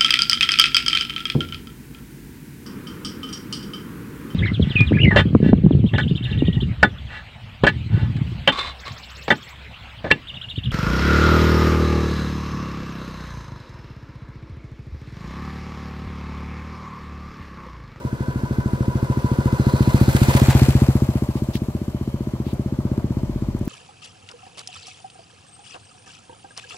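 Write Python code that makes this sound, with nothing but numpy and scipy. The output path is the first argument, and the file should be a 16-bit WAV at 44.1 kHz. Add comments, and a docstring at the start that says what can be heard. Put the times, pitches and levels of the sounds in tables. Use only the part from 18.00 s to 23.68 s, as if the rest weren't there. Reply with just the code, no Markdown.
"""A single-cylinder motorcycle with an open pipe rolls past a pair of microphone ports on a paved lot among trees.
Every firing knocks a few low pipe modes, and gas puffs rasp at the pipe's mouth once it is heard from behind.
Valves, chain and tyres are banded noise that ticks with the engine cycle; a casing sings near 1 kHz on the approach.
The trees return the beat as a decaying noise echo. Faint bands and gritty hisses come and go over outdoor air,
and a low resonant rumble swells at the end."""
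import sys
import numpy as np
from scipy import signal
from scipy.io import wavfile
from scipy.ndimage import uniform_filter1d, map_coordinates

SR = 44100
rng = np.random.default_rng(int(sys.argv[2]) if len(sys.argv) > 2 else 0)


def pcm_store(signal):
    """Save signal as 16-bit PCM."""
    levels = np.round(np.clip(np.atleast_2d(signal), -1, 1) * 32767)
    wavfile.write(sys.argv[1], SR, levels.astype(np.int16).T)


N = 250488
T = np.arange(N) / SR

# the ride past: time_s [s], beat_db [dB, before each pipe mode's own level], echo_db [dB relative to the beat]
RIDE = [(0, -11, -16), (.2, -10.5, -12), (.55, -9, -10.5), (1.2, -6.5, -13.5), (1.7, -3, -13.5),
        (2.1, -0.8, -12.5), (2.6, -1.4, -12), (2.85, -2.5, -32), (3.1, -5.5, -28), (3.8, -12, -45),
        (4.1, -11.9, -22), (4.8, -10, -16), (5, -8, -15), (5.12, -10.5, -9.5), (5.68, -12.5, -11)]


def exhaust(spread_db=0.71):
    """Each firing rings damped pipe modes, softened by the opening valve; the two lowest boom at close range."""
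    # pipe modes: pitch_hz [Hz], t60_s [s], polarity [+1/-1], front_db and rear_db [dB over the beat level]
    pipe_modes = [(71, .28, 1, -8, -7.4), (135, 1.0, -1, 1.4, -.7), (216, .043, -1, 18.6, 20),
                  (299, .17, -1, 4.4, 3.5), (347, .043, 1, 17.3, 19.8), (390, .04, 1, 17.4, 17.5)]
    rise_s, valve_hz = .0034, 114   # from valve opening to the dip; softness of the blow
    outflow_s, shut_t60_s = .0174, .078   # the gas stream feeds the ring this long, then it dies fast
    jitter_s, beat_spread_db, pitch_spread = .0002, .5, .01   # chance from firing to firing
    boom_front_db, boom_rear_db, boom_near_db, pipe_pass_s = 1.5, 0.3, 4.5, 2.63

    count = turns()
    fire_s = np.interp(np.arange(count[-1] // 1 + 1), count, T)
    fire_s = np.r_[2 * fire_s[0] - fire_s[1], fire_s]   # the beat already ringing at the start
    mode_chance = rng.standard_normal((len(fire_s), len(pipe_modes)))
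    pitch_chance, level_chance, time_chance = rng.standard_normal((3, len(fire_s)))
    fire_s = fire_s + jitter_s * time_chance
    level_db = in_time(RIDE, fire_s)[0] + beat_spread_db * level_chance
    rear = np.interp(fire_s, T, facing())
    near = np.interp(fire_s, T, nearness(pipe_pass_s))
    boom_db = boom_front_db + rear * (boom_rear_db - boom_front_db) + boom_near_db * near ** 2

    u = np.arange(SR // 5) / SR
    out = np.zeros(N + 2 * SR)   # a second of room at each end
    shut_db = -60 * np.maximum(u - outflow_s, 0) / shut_t60_s
    for i in range(len(fire_s)):
        start = SR + round((fire_s[i] - rise_s) * SR)
        heat = 1 + pitch_spread * pitch_chance[i]   # the gas is a little hotter or cooler at each firing
        for k, (hz, t60, polarity, front_db, rear_db) in enumerate(pipe_modes):
            mode_db = level_db[i] + front_db + rear[i] * (rear_db - front_db)
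            mode_db += (k < 2) * boom_db[i] + spread_db * mode_chance[i, k]
            envelope = amp(mode_db - 60 * u / t60 + shut_db)
            out[start:start + len(u)] += polarity * envelope * np.sin(2 * np.pi * hz * heat * u)
    r = np.exp(-2 * np.pi * valve_hz / SR)
    return signal.lfilter([(1 - r) ** 3], np.poly([r, r, r]), out)[SR:SR + N]   # three one-pole low-passes


def puffs():
    """Raspy noise bursts in step with the beat, once the pipe's mouth points this way."""
    # gas puffs: at [share of cycle], decay [share of cycle], level_db [dB relative to the beat level]
    puff_times = [(0.229, 0.25, -33), (.945, 0.024, -28)]
    puff_hz, width_hz = 915, 300
    turn = cycle()
    gate = sum(amp(db) * np.exp(-((turn - at) % 1) / decay) for at, decay, db in puff_times)
    rasp = resonance(resonance(rng.standard_normal(N), puff_hz, width_hz), puff_hz, 2 * width_hz)
    return amp(in_time(RIDE)[0]) * facing() * gate * rms_one(rasp)


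def running_gear(flicker_db=0.87, miss_db=0.4, scatter_hz=900):
    """Banded noise, ticking with valve contacts and loose parts; returns the direct and the scattered stereo part."""
    # noise colour from the front: band_hz [Hz], level_db [dB per Hz]
    front_colour = [(250, -30), (430, 3), (833, -7.5), (998, -2), (1210, -20.5), (1430, -8.5), (1770, -15),
                    (4360, -22.5), (5630, -22), (15600, -24.5)]
    # noise colour from behind: band_hz [Hz], level_db [dB per Hz]
    rear_colour = [(250, -33), (430, -4), (599, 1.5), (675, -9.5), (954, -2.5), (1410, -20), (3810, -29),
                   (7380, -28), (15600, -18)]
    # colour added broadside: band_hz [Hz], lift_db [dB]
    side_lift = [(430, -6), (520, -4), (700, 6.5), (1000, 2), (2500, 1), (4500, 0), (9000, -8),
                 (15600, -5.5)]
    # valve train contacts: at [share of cycle], decay [share of cycle], lift_db [dB, before view and range scale it]
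    contacts = [(0.197, 0.13, 3.5), (0.482, 0.014, -2), (.72, 0.051, -1), (0.952, 0.11, 1.5)]
    # resonances of fins and covers: pitch_hz [Hz], width_hz [Hz], front_db and rear_db [dB over the gear noise]
    fins = [(533.5, 27, 1, -5), (596, 33, -55, 2), (894, 21, 0, -15), (1415, 66, 0.5, -15),
            (1509, 22, 4.5, -40), (1620, 17, -3, -3), (2034, 17, 8, -51), (2440, 38, 3.5, -13),
            (3120, 21, -10, 9), (4270, 640, -8, -5), (7510, 690, -3, 7)]
    growl_front_db, growl_rear_db, growl_near_db, growl_pass_s = -32, -36, 3.5, 2.42   # relative to the beat level
    rattle_per_s, rattle_s, rattle_db = 130, 0.0019, 2   # knocks a second, decay, strength over the hiss
    scatter_db = 1   # diffuse share of the gear noise

    rear, near, turn = facing(), nearness(PASS_S), cycle()
    growl_db = in_time(RIDE)[0] + growl_front_db + rear * (growl_rear_db - growl_front_db)
    growl_db = growl_db + growl_near_db * nearness(growl_pass_s) ** 4.5
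    hiss_db = passing_db(PASS_S, near_db=-33.5, rear_db=-6, far_db=-55.5)
    sizzle_db = passing_db(2.4, near_db=-39, rear_db=-3, far_db=-64)

    ticks_db = sum((db + miss_db * drift(8.6)) * np.exp(-((turn - at) % 1) / decay) for at, decay, db in contacts)
    ticks_db = ticks_db * (1 - 0.2 * rear + 0.42 * near)   # sharp close by, blurred from behind
    knocks = (rng.random(N) < rattle_per_s / SR) * rng.uniform(0.17, 1.36, N)
    knocks = knocks * amp(.5 * (hiss_db - hiss_db.max()))   # heard mostly at close range
    rattle = 1 + amp(rattle_db) * signal.lfilter([1], [1, -np.exp(-1 / (rattle_s * SR))], knocks)

    # two noise sets for alternate bands, each with a direct, a left and a right channel
    white = rng.standard_normal((2, 3, N)) * rattle * amp(ticks_db)
    edges_hz = 400 * 2 ** np.arange(0, 5.6, .4)
    parts = [0, 0, 0]   # growl under 1.6 kHz, hiss to 6.5 kHz, sizzle above
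    for k, (low, high) in enumerate(zip(edges_hz, edges_hz[1:])):
        hz = np.sqrt(low * high)
        colour_db = (1 - rear) * at_hz(front_colour, hz) + rear * at_hz(rear_colour, hz)
        colour_db = colour_db + near * at_hz(side_lift, hz)
        parts[int(hz > 1600) + int(hz > 6500)] += band(white[k % 2], low, high) * amp(colour_db + flicker_db * drift(37.0))

    gear = 0
    for level_db, part in zip((growl_db, hiss_db, sizzle_db), parts):
        power = uniform_filter1d(np.mean(part ** 2, axis=0), size=SR // 4)
        gear = gear + amp(level_db) * part / np.sqrt(power)
    ringing = 0
    for hz, width_hz, front_db, rear_db in fins:
        ringing = ringing + amp(front_db + rear * (rear_db - front_db)) * resonance(gear, hz, width_hz)
    gear = gear + ringing
    scattered = high_pass(gear[1:], scatter_hz, order=1)
    return gear[0], amp(scatter_db) * scattered


def whine(idle=0.33):
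    """A narrow casing resonance on noise, shaken by a valve contact once a cycle."""
    # singing casing: time_s [s], level_db [dB]
    whine_level = [(0, -42.5), (.8, -40), (1.2, -36), (1.93, -35), (2.2, -63), (2.3, -28.5), (2.55, -43),
                   (3.05, -62), (5.68, -56)]
    whine_hz, width_hz = 985.5, 22.6
    shake_at, shake_fade = 0.15, 0.23   # shares of the cycle
    shake = idle + np.exp(-((cycle() - shake_at) % 1) / shake_fade)
    tone = resonance(resonance(shake * rng.standard_normal(N), whine_hz, width_hz), whine_hz, 7.5 * width_hz)
    return amp(in_time(whine_level)[0]) * tone / np.sqrt(uniform_filter1d(tone ** 2, size=SR // 5) + 1e-12)


def trees(x):
    """Scattered returns from foliage and kerbs: decaying noise as the echo, nearly alike at both ports."""
    t60_s, gap_s, low_cut_hz = 0.65, 0.0233, 182
    u = np.arange(SR // 2) / SR
    noise = rng.standard_normal((2, len(u))) * amp(-60 * u / t60_s) * (u > gap_s)
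    tail = np.array([noise[0] + 0.32 * noise[1], noise[0] - 0.32 * noise[1]])
    tail = tail / np.sqrt(np.sum(noise[0] ** 2))
    return signal.fftconvolve(high_pass(x, low_cut_hz)[None], tail, axes=1)[:, :N]


def tones():
    """Faint narrow bands: noise twice through a resonance, swelling and fading."""
    # faint bands: start_s [s], length_s [s], pitch_hz [Hz], width_hz [Hz], level_db [dB]
    faint_bands = [(0, 0.83, 1525, 50, -47), (0.043, .5, 1660, 25, -52), (1.5, .8, 4130, 710, -47.5),
                   (3.751, 0.76, 3120, 120, -62)]
    out = np.zeros(N)
    for start_s, length_s, hz, width_hz, db in faint_bands:
        start, n = round(start_s * SR), round(length_s * SR)
        tone = resonance(resonance(rng.standard_normal(SR), hz, width_hz), hz, 2 * width_hz)
        out[start:start + n] += amp(db) * rms_one(tone)[-n:] * signal.windows.tukey(n, .5)
    return out


def scuffs(broad_db=-4):
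    """Brief gritty hisses: a broad noise hump over wide-band noise."""
    # gritty hisses: start_s [s], length_s [s], hump_db [dB], centre_hz [Hz]
    hisses = [(3.356, 0.045, -50, 4100), (3.525, 0.061, -41, 4300), (3.553, .006, -32.5, 3000),
              (4.433, 0.12, -50, 3600), (4.532, 0.015, -52.5, 9000), (5.587, 0.0097, -52.5, 9000),
              (5.647, 0.014, -51, 11000)]
    out = np.zeros((2, N))
    for start_s, length_s, db, hz in hisses:
        start, n = round(start_s * SR), round(length_s * SR)
        white = rng.standard_normal((2, SR // 8))
        hump = rms_one(band(white, hz * 0.57, hz * 1.35))
        grit = hump + amp(broad_db) * rms_one(band(white, 1500, 17500))
        out[:, start:start + n] += amp(db) * grit[:, -n:] * signal.windows.tukey(n, .6)
    return out


def rumble():
    """A wavering low hum: noise through two sharp resonances, with swells over a resting level."""
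    # swells of a far low rumble: centre_s [s], half_width_s [s], level_db [dB]
    swells = [(4.9, 0.055, -41), (5.3, 0.13, -31.5), (5.58, .2, -35)]
    rumble_hz, rest_db = 47.5, -45
    hum = resonance(resonance(rng.standard_normal(N), rumble_hz, 2.4), rumble_hz, 5.0)
    level = amp(rest_db) + sum(amp(db) * np.exp(-((T - s) / width_s) ** 2) for s, width_s, db in swells)
    return level * hum / np.sqrt(uniform_filter1d(hum ** 2, size=SR // 12) + 1e-12)


def air(alike_hz=700):
    """Outdoor floor of gently drifting noise bands, alike at both ports only in the bass."""
    # air colour, as a shape: band_hz [Hz], level_db [dB per Hz]
    air_colour = [(18, -42), (30, -10), (103, 7.5), (169, -3), (225, 2), (390, -6), (469, -10), (593, -35),
                  (1560, -21), (15600, -42.5)]
    out, white = 0, rng.standard_normal((2, 2, N))   # alternate bands use separate noise
    edges_hz = 25 * 2 ** np.arange(0, 9.6, .5)
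    for k, (low, high) in enumerate(zip(edges_hz, edges_hz[1:])):
        mid, side = band(white[k % 2], low, high)
        hz = np.sqrt(low * high)
        alike = 1 / (1 + (hz / alike_hz) ** 2)
        stereo = np.sqrt(1 + alike) * mid + np.sqrt(1 - alike) * side * [[1], [-1]]
        out = out + amp(at_hz(air_colour, hz) + 1.3 * drift(11.0)) * stereo
    return amp(-38.5) * rms_one(out)


PASS_S = 2.44   # the engine's closest point


def turns():
    """Engine cycles counted from the first exhaust dip, the running sum of the firing rate."""
    # engine speed as heard, sagging just after the pass: time_s [s], firing_rate [firings per s]
    engine_speed = [(0, 12.52), (.25, 13.111), (1, 13.689), (1.7, 14.413), (2, 14.589), (2.4, 15.013),
                    (3, 14.818), (3.3, 15.076), (4.2, 15.419), (4.5, 15.444), (5, 15.772), (5.68, 15.861)]
    first_dip_s = .0519
    count = np.cumsum(in_time(engine_speed)[0]) / SR
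    return count - np.interp(first_dip_s, T, count)


def cycle():
    """Share 0-1 of the engine cycle, 0 at each exhaust dip."""
    return turns() % 1


def nearness(pass_s):
    """Gain 1 / distance to the closest noisy part, 1 while it is broadside."""
    miss_m, speed_m_per_s = 0.78, 5.42
    length_m = 1.13   # the noisy parts are spread along the machine
    along_m = np.maximum(speed_m_per_s * np.abs(T - pass_s) - length_m / 2, 0)
    return miss_m / np.hypot(miss_m, along_m)


def facing():
    """The front view gives way to the rear view: 0 heard from the front, near 1 from behind."""
    return blend(0, 0.98, at_s=2.82, width_s=0.48)


def passing_db(pass_s, near_db, rear_db, far_db):
    """Level of a noise that falls with distance, is shaded from behind and returns scattered by the lot."""
    far_follows = 0.41   # share of the echo's swing in the scattered hiss
    direct = nearness(pass_s) * amp(near_db + facing() * rear_db)
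    return 20 * np.log10(np.hypot(direct, amp(far_db + far_follows * in_time(RIDE)[1])))


def ports(x):
    """The far port hears the source later and with shaded treble as it crosses from right to left."""
    lag = blend(8.5, -4.5, at_s=2.49, width_s=0.072)   # left port's lag in samples
    treble = high_pass(x, 6000, order=1)
    shade = 0.1 * lag * treble + 0.0013 * lag * x
    left, right = x - shade, x + shade
    n = np.arange(N)
    return np.array([map_coordinates(left, [n - lag / 2], order=3, mode="nearest"),
                     map_coordinates(right, [n + lag / 2], order=3, mode="nearest")])


def amp(db):
    """Decibels to gain."""
    return 10 ** (np.asarray(db) / 20)


def rms_one(x):
    """Scale to rms 1."""
    return x / np.sqrt(np.mean(x ** 2) + 1e-20)


def in_time(rows, at=T):
    """Columns of a curve table read at the given times."""
    s, *columns = np.transpose(rows)
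    return [np.interp(at, s, c) for c in columns]


def at_hz(points, hz):
    """A spectrum read on a log frequency axis."""
    point_hz, level_db = np.transpose(points)
    return np.interp(np.log(hz), np.log(point_hz), level_db)


def blend(before, after, at_s, width_s):
    """A smooth step in time."""
    return before + (after - before) * (1 + np.tanh((T - at_s) / width_s)) / 2


def drift(rate_hz):
    """Slow random wander of rms 1: low-passed noise made at every 40th sample."""
    r = np.exp(-80 * np.pi * rate_hz / SR)
    slow = signal.lfilter([1], [1, -2 * r, r * r], rng.standard_normal(N // 40 + 2002))[2000:]
    return np.interp(np.arange(N) / 40, np.arange(len(slow)), rms_one(slow))


def band(x, low_hz, high_hz, order=2):
    """Butterworth band-pass."""
    edges_hz = [low_hz, min(high_hz, SR / 2.2)]
    return signal.sosfilt(signal.butter(order, edges_hz, "band", fs=SR, output="sos"), x)


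def high_pass(x, hz, order=2):
    """Butterworth high-pass."""
    return signal.sosfilt(signal.butter(order, hz, "high", fs=SR, output="sos"), x)


def resonance(x, hz, width_hz):
    """Two-pole resonance with a gain of about 1 at its peak."""
    r = np.exp(-np.pi * width_hz / SR)
    feedback = [1, -2 * r * np.cos(2 * np.pi * hz / SR), r * r]
    return signal.lfilter(np.array([1, 0, -1]) * (1 - r * r) / 2, feedback, x)


def scene():
    """The machine through the ports, plus echo and surroundings."""
    beats = exhaust()
    gear, scattered = running_gear()
    echo = trees(beats * amp(in_time(RIDE)[1]))
    machine = ports(beats + gear + whine() + puffs() + tones())
    return machine + scattered + echo + air() + rumble() + scuffs()


def record(dry):
    """The left port is a little hotter; the deep bass rolls off, peaks are rounded under full scale, the top is cut."""
    left_db = 0.9   # left over right
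    knee = .85   # above this the input stage rounds the peaks
    hot = high_pass(dry, 41) * amp([[left_db / 2], [-left_db / 2]])
    over = np.maximum(np.abs(hot) - knee, 0)
    rounded = hot - np.sign(hot) * (over - (1 - knee) * np.tanh(over / (1 - knee)))
    return signal.sosfilt(signal.ellip(12, .5, 70, 15750, fs=SR, output="sos"), rounded)


dry = scene()
out = record(dry)
pcm_store(out)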